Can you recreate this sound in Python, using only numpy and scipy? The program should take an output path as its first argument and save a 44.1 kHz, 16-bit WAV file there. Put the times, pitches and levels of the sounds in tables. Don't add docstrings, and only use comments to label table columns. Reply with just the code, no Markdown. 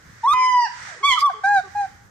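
import sys
import numpy as np
from scipy import signal
from scipy.fft import rfft, irfft
from scipy.io import wavfile
from scipy.ndimage import uniform_filter1d

SR = 44100
rng = np.random.default_rng(int(sys.argv[2]) if len(sys.argv) > 2 else 0)


def generate_wav(sig):
    pcm = np.round(np.clip(np.atleast_2d(sig).T, -1, 1) * 32767).astype(np.int16)
    wavfile.write(sys.argv[1], SR, pcm)


N = 92610

# (time [s], pitch [Hz], fundamental level [dB], octave level [dB], third partial and up level [dB])
RISING_WHISTLE = [(.245, 911.5, -18, -45.5, -60.5), (.265, 1014, -15, -43, -73), (.283, 1123, -9, -62, -30),
                  (.308, 1166, -13.5, -45, -32), (.332, 1250, -12, -41, -29.5)]
LONG_CRY = [(.343, 1011, -15.5, -34, -46), (.45, 1018, -16, -28, -37), (.55, 991.8, -14, -28.5, -45.5),
            (.62, 956.6, -17.5, -33.5, -41), (.648, 928, -20, -30, -39), (.671, 790, -32, -31.5, -52)]
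SCREAM = [(1.042, 1092, -16, -22, -30), (1.056, 1135, -10, -27, -14), (1.073, 1153, -16.5, -19, -24.5),
          (1.094, 1117, -13.5, -19.5, -17), (1.11, 1073, -17, -15, -19), (1.135, 1005, -18.5, -23, -25),
          (1.153, 993, -21.5, -30.5, -45)]
SQUEAK = [(1.171, 1329, -29.5, -52.5, -47), (1.181, 1240, -13.5, -51, -60),
          (1.192, 1112, -25.5, -42.5, -34)]
HIGH_WHISTLE = [(1.222, 1113, -19.5, -58.5, -67), (1.241, 1169, -3, -64, -30.5),
                (1.266, 1133, -6, -41.5, -24.5), (1.286, 1070, -11.5, -48.5, -73.5)]
BREAK = [(1.292, 833, -29.5, -55, -66), (1.302, 763.5, -19, -25.5, -45), (1.314, 671, -37, -62.5, -64)]
LOUD_YELP = [(1.448, 772.8, -17.5, -18.5, -41), (1.512, 819.2, -13.5, -20.5, -47),
             (1.574, 775.6, -11.5, -18.5, -39), (1.598, 730.3, -23.5, -29, -50)]
SOFT_YELP = [(1.761, 820, -21, -37, -54.5), (1.812, 810, -16, -35.5, -49), (1.852, 772.7, -24, -37.5, -58)]
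WHISTLE_TONE = [-6.5, -10, -6.5, -13.5, -15, -18]
CRY_TONE = [-23.5, -3.5, -5, -16.5, -18, -26.5]
SCREAM_TONE = [-13.5, -17.5, -16.5, -20.5, -28.5]
YELP_TONE = [-19.5, -7.5, -8, -10.5, -9, -13]
# (time [s], width [s], frequency [Hz], lift [dB])
BEAK_RINGS = [(0.627, 0.07, 5090, 10), (1.578, .022, 3900, 8)]
BEAK_WIDTH_HZ = 460
ATTACK_S, RELEASE_S = 0.015, 0.013
JITTER_HZ, FLUTTER_HZ = 274, 172
# (frequency [Hz], level [dB])
VOICE_BALANCE = [(900, -0.5), (2200, -4.5), (3400, -8), (9000, -7)]
RIGHT_DELAY_S = .00006
# (time [s], pitch [Hz], level [dB])
SECOND_VOICE = [(.295, 2457, -43), (.39, 2411, -33), (.45, 2211, -38), (.5, 1834, -46)]
# (time [s], pitch [Hz], level [dB])
WHEEZE = [(.88, 855, -53.5), (.95, 587, -50), (.99, 446, -59.5)]
# (time [s], pitch [Hz], level [dB])
SQUEAL = [(1.201, 4970, -40), (1.209, 4860, -25), (1.215, 4630, -35)]
# (start time [s], length [s], first pitch [Hz], last pitch [Hz], level [dB])
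GRUNTS = [(1.014, 0.026, 385, 469, -48), (1.346, 0.049, 433, 422, -48), (1.643, 0.034, 400, 375, -47.5)]
GRUNT_TONE = [0, -5, -0.85]
# (time [s], level [dB])
HISS = [(0, -53), (.25, -47.5), (.62, -51.5), (.78, -38), (.89, -35.5), (1.02, -45.5), (1.4, -51.5),
        (1.66, -48), (1.85, -46.5), (2.1, -60)]
# (frequency [Hz], relative level [dB])
HISS_COLOUR = [(400, -27), (1150, -6.5), (1480, -0.5), (1850, 1.5), (2700, -14), (4000, -15), (6000, -12),
               (8600, -21), (11000, -56.5)]
# (time [s], width [s], level [dB])
SPUTTERS = [(.335, 0.0089, -38.5), (1.207, 0.015, -30.5), (1.445, 0.0042, -43.5)]
# (frequency [Hz], relative level [dB])
SPUTTER_COLOUR = [(500, -23), (1700, -40), (2150, 10), (2700, -19), (3250, -2), (4000, -3), (5200, -4),
                  (15000, -22.5)]
# (time [s], width [s], level [dB])
KNOCK_AND_PUFF = [(.336, 0.008, -38), (1.098, 0.025, -45.5)]
# (frequency [Hz], relative level [dB])
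KNOCK_COLOUR = [(50, -9), (200, -24.5), (750, -35), (3000, -60)]
# (frequency [Hz], gain [dB])
WHISTLE_TO_WALLS = [(1400, 0), (3000, -10)]
# (frequency [Hz], gain [dB])
NEAR_COLOUR = [(1000, -11), (4000, -2.5)]
NEAR_DECAY_S = 0.016
# (frequency [Hz], gain [dB])
FAR_COLOUR = [(900, -26), (2200, -13), (3400, -16)]
FAR_S, FAR_SPREAD_S = 0.04, 0.022
# (frequency [Hz], time [s])
YARD_T60 = [(1000, 0.52), (3000, 0.55), (14000, 0.29)]
# (frequency [Hz], gain [dB])
YARD_COLOUR = [(800, -23), (2000, -18), (4000, -15)]
# (time [s], level [dB])
WIND = [(.12, -50), (.35, -59), (.95, -55.5), (1.35, -55), (1.8, -52.5)]
# (frequency [Hz], relative level [dB])
WIND_COLOUR = [(20, -23), (95, 0), (160, -4.5), (260, -17), (2000, -41)]
# (frequency [Hz], relative level [dB])
AIR_COLOUR = [(90, -21), (350, -17.5), (1100, -17), (1600, -11.5), (2550, -44.5), (6500, -24),
              (11000, -51.5)]
AIR_DB = -56.5
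WIND_SAME, HISS_SAME = 0.82, 0.043
# (frequency [Hz], gain [dB])
MIC_DIP = [(2450, -0.5), (2680, -2.5), (2900, -0.5)]
LIMIT_DB, RECOVER_DB_PER_S = -12.5, 144
CEILING = 0.51
EDGE_HZ = 15500


def call(rows, tone, jitter, flutter, roll_off_db, hollow=False, count=9):
    times, pitches = np.transpose(rows)[:2]
    pitch = glide(times, pitches)
    first, octave, upper = over_time(rows)[1:]
    fading = [tone[-1] - roll_off_db * k for k in range(1, count)]
    partials_db = [first, octave]
    for k, db in enumerate([0] + list(tone) + fading, 3):
        base = octave if hollow and k % 2 == 0 else upper
        partials_db.append(base + db + beak(k * pitch))
    return syrinx(times[0], times[-1], pitch, partials_db, jitter, flutter)


def syrinx(start, end, hz, partials_db, jitter, flutter):
    t = np.arange(N) / SR
    rise = (t - start) / ATTACK_S + 1
    fall = (end - t) / RELEASE_S + 1
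    gate = np.clip(np.minimum(rise, fall), 0, 1)
    on = gate > 0
    pitch = (hz * (1 + jitter * wobble(JITTER_HZ)))[on]
    cycles = np.cumsum(pitch) / SR - np.outer([0, RIGHT_DELAY_S], pitch)
    phase = 2 * np.pi * cycles
    out = np.zeros((2, N))
    for k, db in enumerate(partials_db, 1):
        lean = amp(np.outer([.5, -.5], at_hz(VOICE_BALANCE, k * pitch)))
        level = lean / lean.mean(0) * amp(db[on])
        audible = k * pitch < SR / 2
        out[:, on] += level * np.sqrt(2) * np.cos(k * phase) * audible
    return out * np.sin(np.pi / 2 * gate) ** 2 * (1 + flutter * wobble(FLUTTER_HZ))


def beak(hz):
    t = np.arange(N) / SR
    lift = 0
    for s, width, ring_hz, db in BEAK_RINGS:
        off_time, off_pitch = (t - s) / width, (hz - ring_hz) / BEAK_WIDTH_HZ
        lift = lift + db * np.exp(-.5 * (off_time ** 2 + off_pitch ** 2))
    return lift


def thin_whistle(rows, jitter, flutter):
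    times, pitches = np.transpose(rows)[:2]
    return syrinx(times[0], times[-1], glide(times, pitches), over_time(rows)[1:], jitter, flutter)


def grunts(jitter, flutter):
    out = np.zeros((2, N))
    for start, length, from_hz, to_hz, level_db in GRUNTS:
        end = start + length
        hz, db = over_time([(start, from_hz, level_db), (end, to_hz, level_db)])
        out += syrinx(start, end, hz, [db + d for d in GRUNT_TONE], jitter, flutter)
    return out


def hiss(right_db, coarse_db, sputter_hz):
    breathy = noise(HISS_COLOUR, HISS_SAME) * amp(over_time(HISS)[0])
    unsteady = unit(amp(coarse_db * wobble(sputter_hz)))
    sputters = noise(SPUTTER_COLOUR, HISS_SAME) * unsteady * swells(SPUTTERS)
    return (breathy + sputters) * amp([[-right_db], [right_db]])


def knock_and_puff():
    return noise(KNOCK_COLOUR, WIND_SAME) * swells(KNOCK_AND_PUFF)


def near_walls(x):
    t = np.arange(SR // 8) / SR
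    size = (2, len(t))
    taps = rng.standard_normal(size) * (rng.random(size) < 900 / SR)
    return reflect(x, taps * np.exp(-t / NEAR_DECAY_S) * (t > .002), NEAR_COLOUR)


def far_wall(x):
    t = np.arange(SR // 8) / SR
    cluster = np.exp(-.5 * ((t - FAR_S) / FAR_SPREAD_S) ** 2)
    return reflect(x, rng.standard_normal((2, len(t))) * cluster, FAR_COLOUR)


def yard(x):
    hz, t, z = signal.stft(rng.standard_normal((2, SR)), SR, nperseg=256)
    decay = amp(-60 * t / at_hz(YARD_T60, hz)[:, None])
    tail = signal.istft(z * decay * (t > .012), SR, nperseg=256)[1]
    return reflect(x, tail, YARD_COLOUR)


def reflect(x, response, colour):
    response = response / np.linalg.norm(response, axis=1, keepdims=True)
    return signal.fftconvolve(x, coloured(response, colour), axes=1)[:, :N]


def wind(lumpy_db, gust_hz):
    level_db = over_time(WIND)[0] + lumpy_db * wobble(gust_hz)
    return noise(WIND_COLOUR, WIND_SAME) * amp(level_db)


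def still_air():
    return amp(AIR_DB) * noise(AIR_COLOUR, HISS_SAME)


def noise(colour, same):
    a, b = rng.standard_normal((2, N))
    same = np.clip(same, -1, 1)
    right = same * a + np.sqrt(1 - same ** 2) * b
    return unit(coloured(np.array([a, right]), colour))


def wobble(rate_hz):
    hz = np.fft.rfftfreq(N, 1 / SR)
    return unit(irfft(rfft(rng.standard_normal(N)) / (1 + (hz / rate_hz) ** 4), N))


def swells(rows):
    t = np.arange(N) / SR
    return sum(amp(db) * np.exp(-.5 * ((t - s) / width) ** 2) for s, width, db in rows)


def glide(s, values):
    s, values, t = np.array(s), np.array(values), np.arange(N) / SR
    slope = np.gradient(values, s, edge_order=2)
    place = np.interp(t, s, np.arange(len(s)))
    i = np.minimum(place.astype(int), len(s) - 2)
    u, step, span = place - i, np.diff(values)[i], np.diff(s)[i]
    leave = slope[i] * span - step
    arrive = slope[i + 1] * span - step
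    return values[i] + u * step + u * (1 - u) * ((1 - u) * leave - u * arrive)


def over_time(rows):
    s, *columns = np.transpose(rows)
    return [np.interp(np.arange(N) / SR, s, c) for c in columns]


def coloured(x, colour):
    size = x.shape[-1]
    gain = amp(at_hz(colour, np.fft.rfftfreq(size, 1 / SR)))
    return irfft(rfft(x) * gain, size)


def at_hz(points, hz):
    f, value = np.transpose(points)
    return np.interp(np.log(hz + 1), np.log(np.abs(f) + 1), value)


def unit(x):
    return x / np.sqrt(np.mean(x ** 2) + 1e-20)


def amp(db):
    return 10 ** (np.asarray(db) / 20)


def scene():
    whistles = sum(call(rows, WHISTLE_TONE, jitter=0.0071, flutter=0.05, roll_off_db=3.0, hollow=True)
                   for rows in (RISING_WHISTLE, SQUEAK, HIGH_WHISTLE))
    cry = call(LONG_CRY, CRY_TONE, jitter=0.00059, flutter=0.0065, roll_off_db=3.0)
    scream = call(SCREAM, SCREAM_TONE, jitter=0.004, flutter=0.05, roll_off_db=3.8)
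    yelps = sum(call(rows, YELP_TONE, jitter=0.00083, flutter=0.0047, roll_off_db=3.5)
                for rows in (BREAK, LOUD_YELP, SOFT_YELP))
    second_voice = thin_whistle(SECOND_VOICE, jitter=0.0015, flutter=0.19)
    wheeze = thin_whistle(WHEEZE, jitter=0.055, flutter=0.78)
    squeal = thin_whistle(SQUEAL, jitter=0.0078, flutter=0.3)
    small = second_voice + wheeze + squeal + grunts(jitter=0.02, flutter=0.16)
    voiced = cry + scream + yelps + small
    to_walls = coloured(whistles, WHISTLE_TO_WALLS)
    thrown = to_walls + amp(7.5) * cry + amp(4.5) * scream + amp(-1.5) * yelps + small
    room = near_walls(voiced + to_walls) + far_wall(thrown) + yard(thrown)
    breath = hiss(right_db=2.0, coarse_db=3.5, sputter_hz=248)
    background = wind(lumpy_db=3.5, gust_hz=7.5) + still_air()
    return whistles + voiced + breath + knock_and_puff() + room + background


def record(dry):
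    power = abs(uniform_filter1d((dry ** 2).mean(0), size=200))
    power_db = 10 * np.log10(power + 1e-12)
    fall = np.arange(N) * RECOVER_DB_PER_S / SR
    held_db = np.maximum.accumulate(power_db + fall) - fall
    over_db = np.maximum(held_db - LIMIT_DB, 0)
    limited = coloured(dry, MIC_DIP) / amp(uniform_filter1d(over_db, size=150))
    saturated = limited / (1 + (limited / CEILING) ** 8) ** (1 / 8)
    low_pass = signal.firwin(511, EDGE_HZ, window=("kaiser", 9), fs=SR)
    return signal.oaconvolve(saturated, low_pass[None], "same")


dry = scene()
out = record(dry)
generate_wav(out)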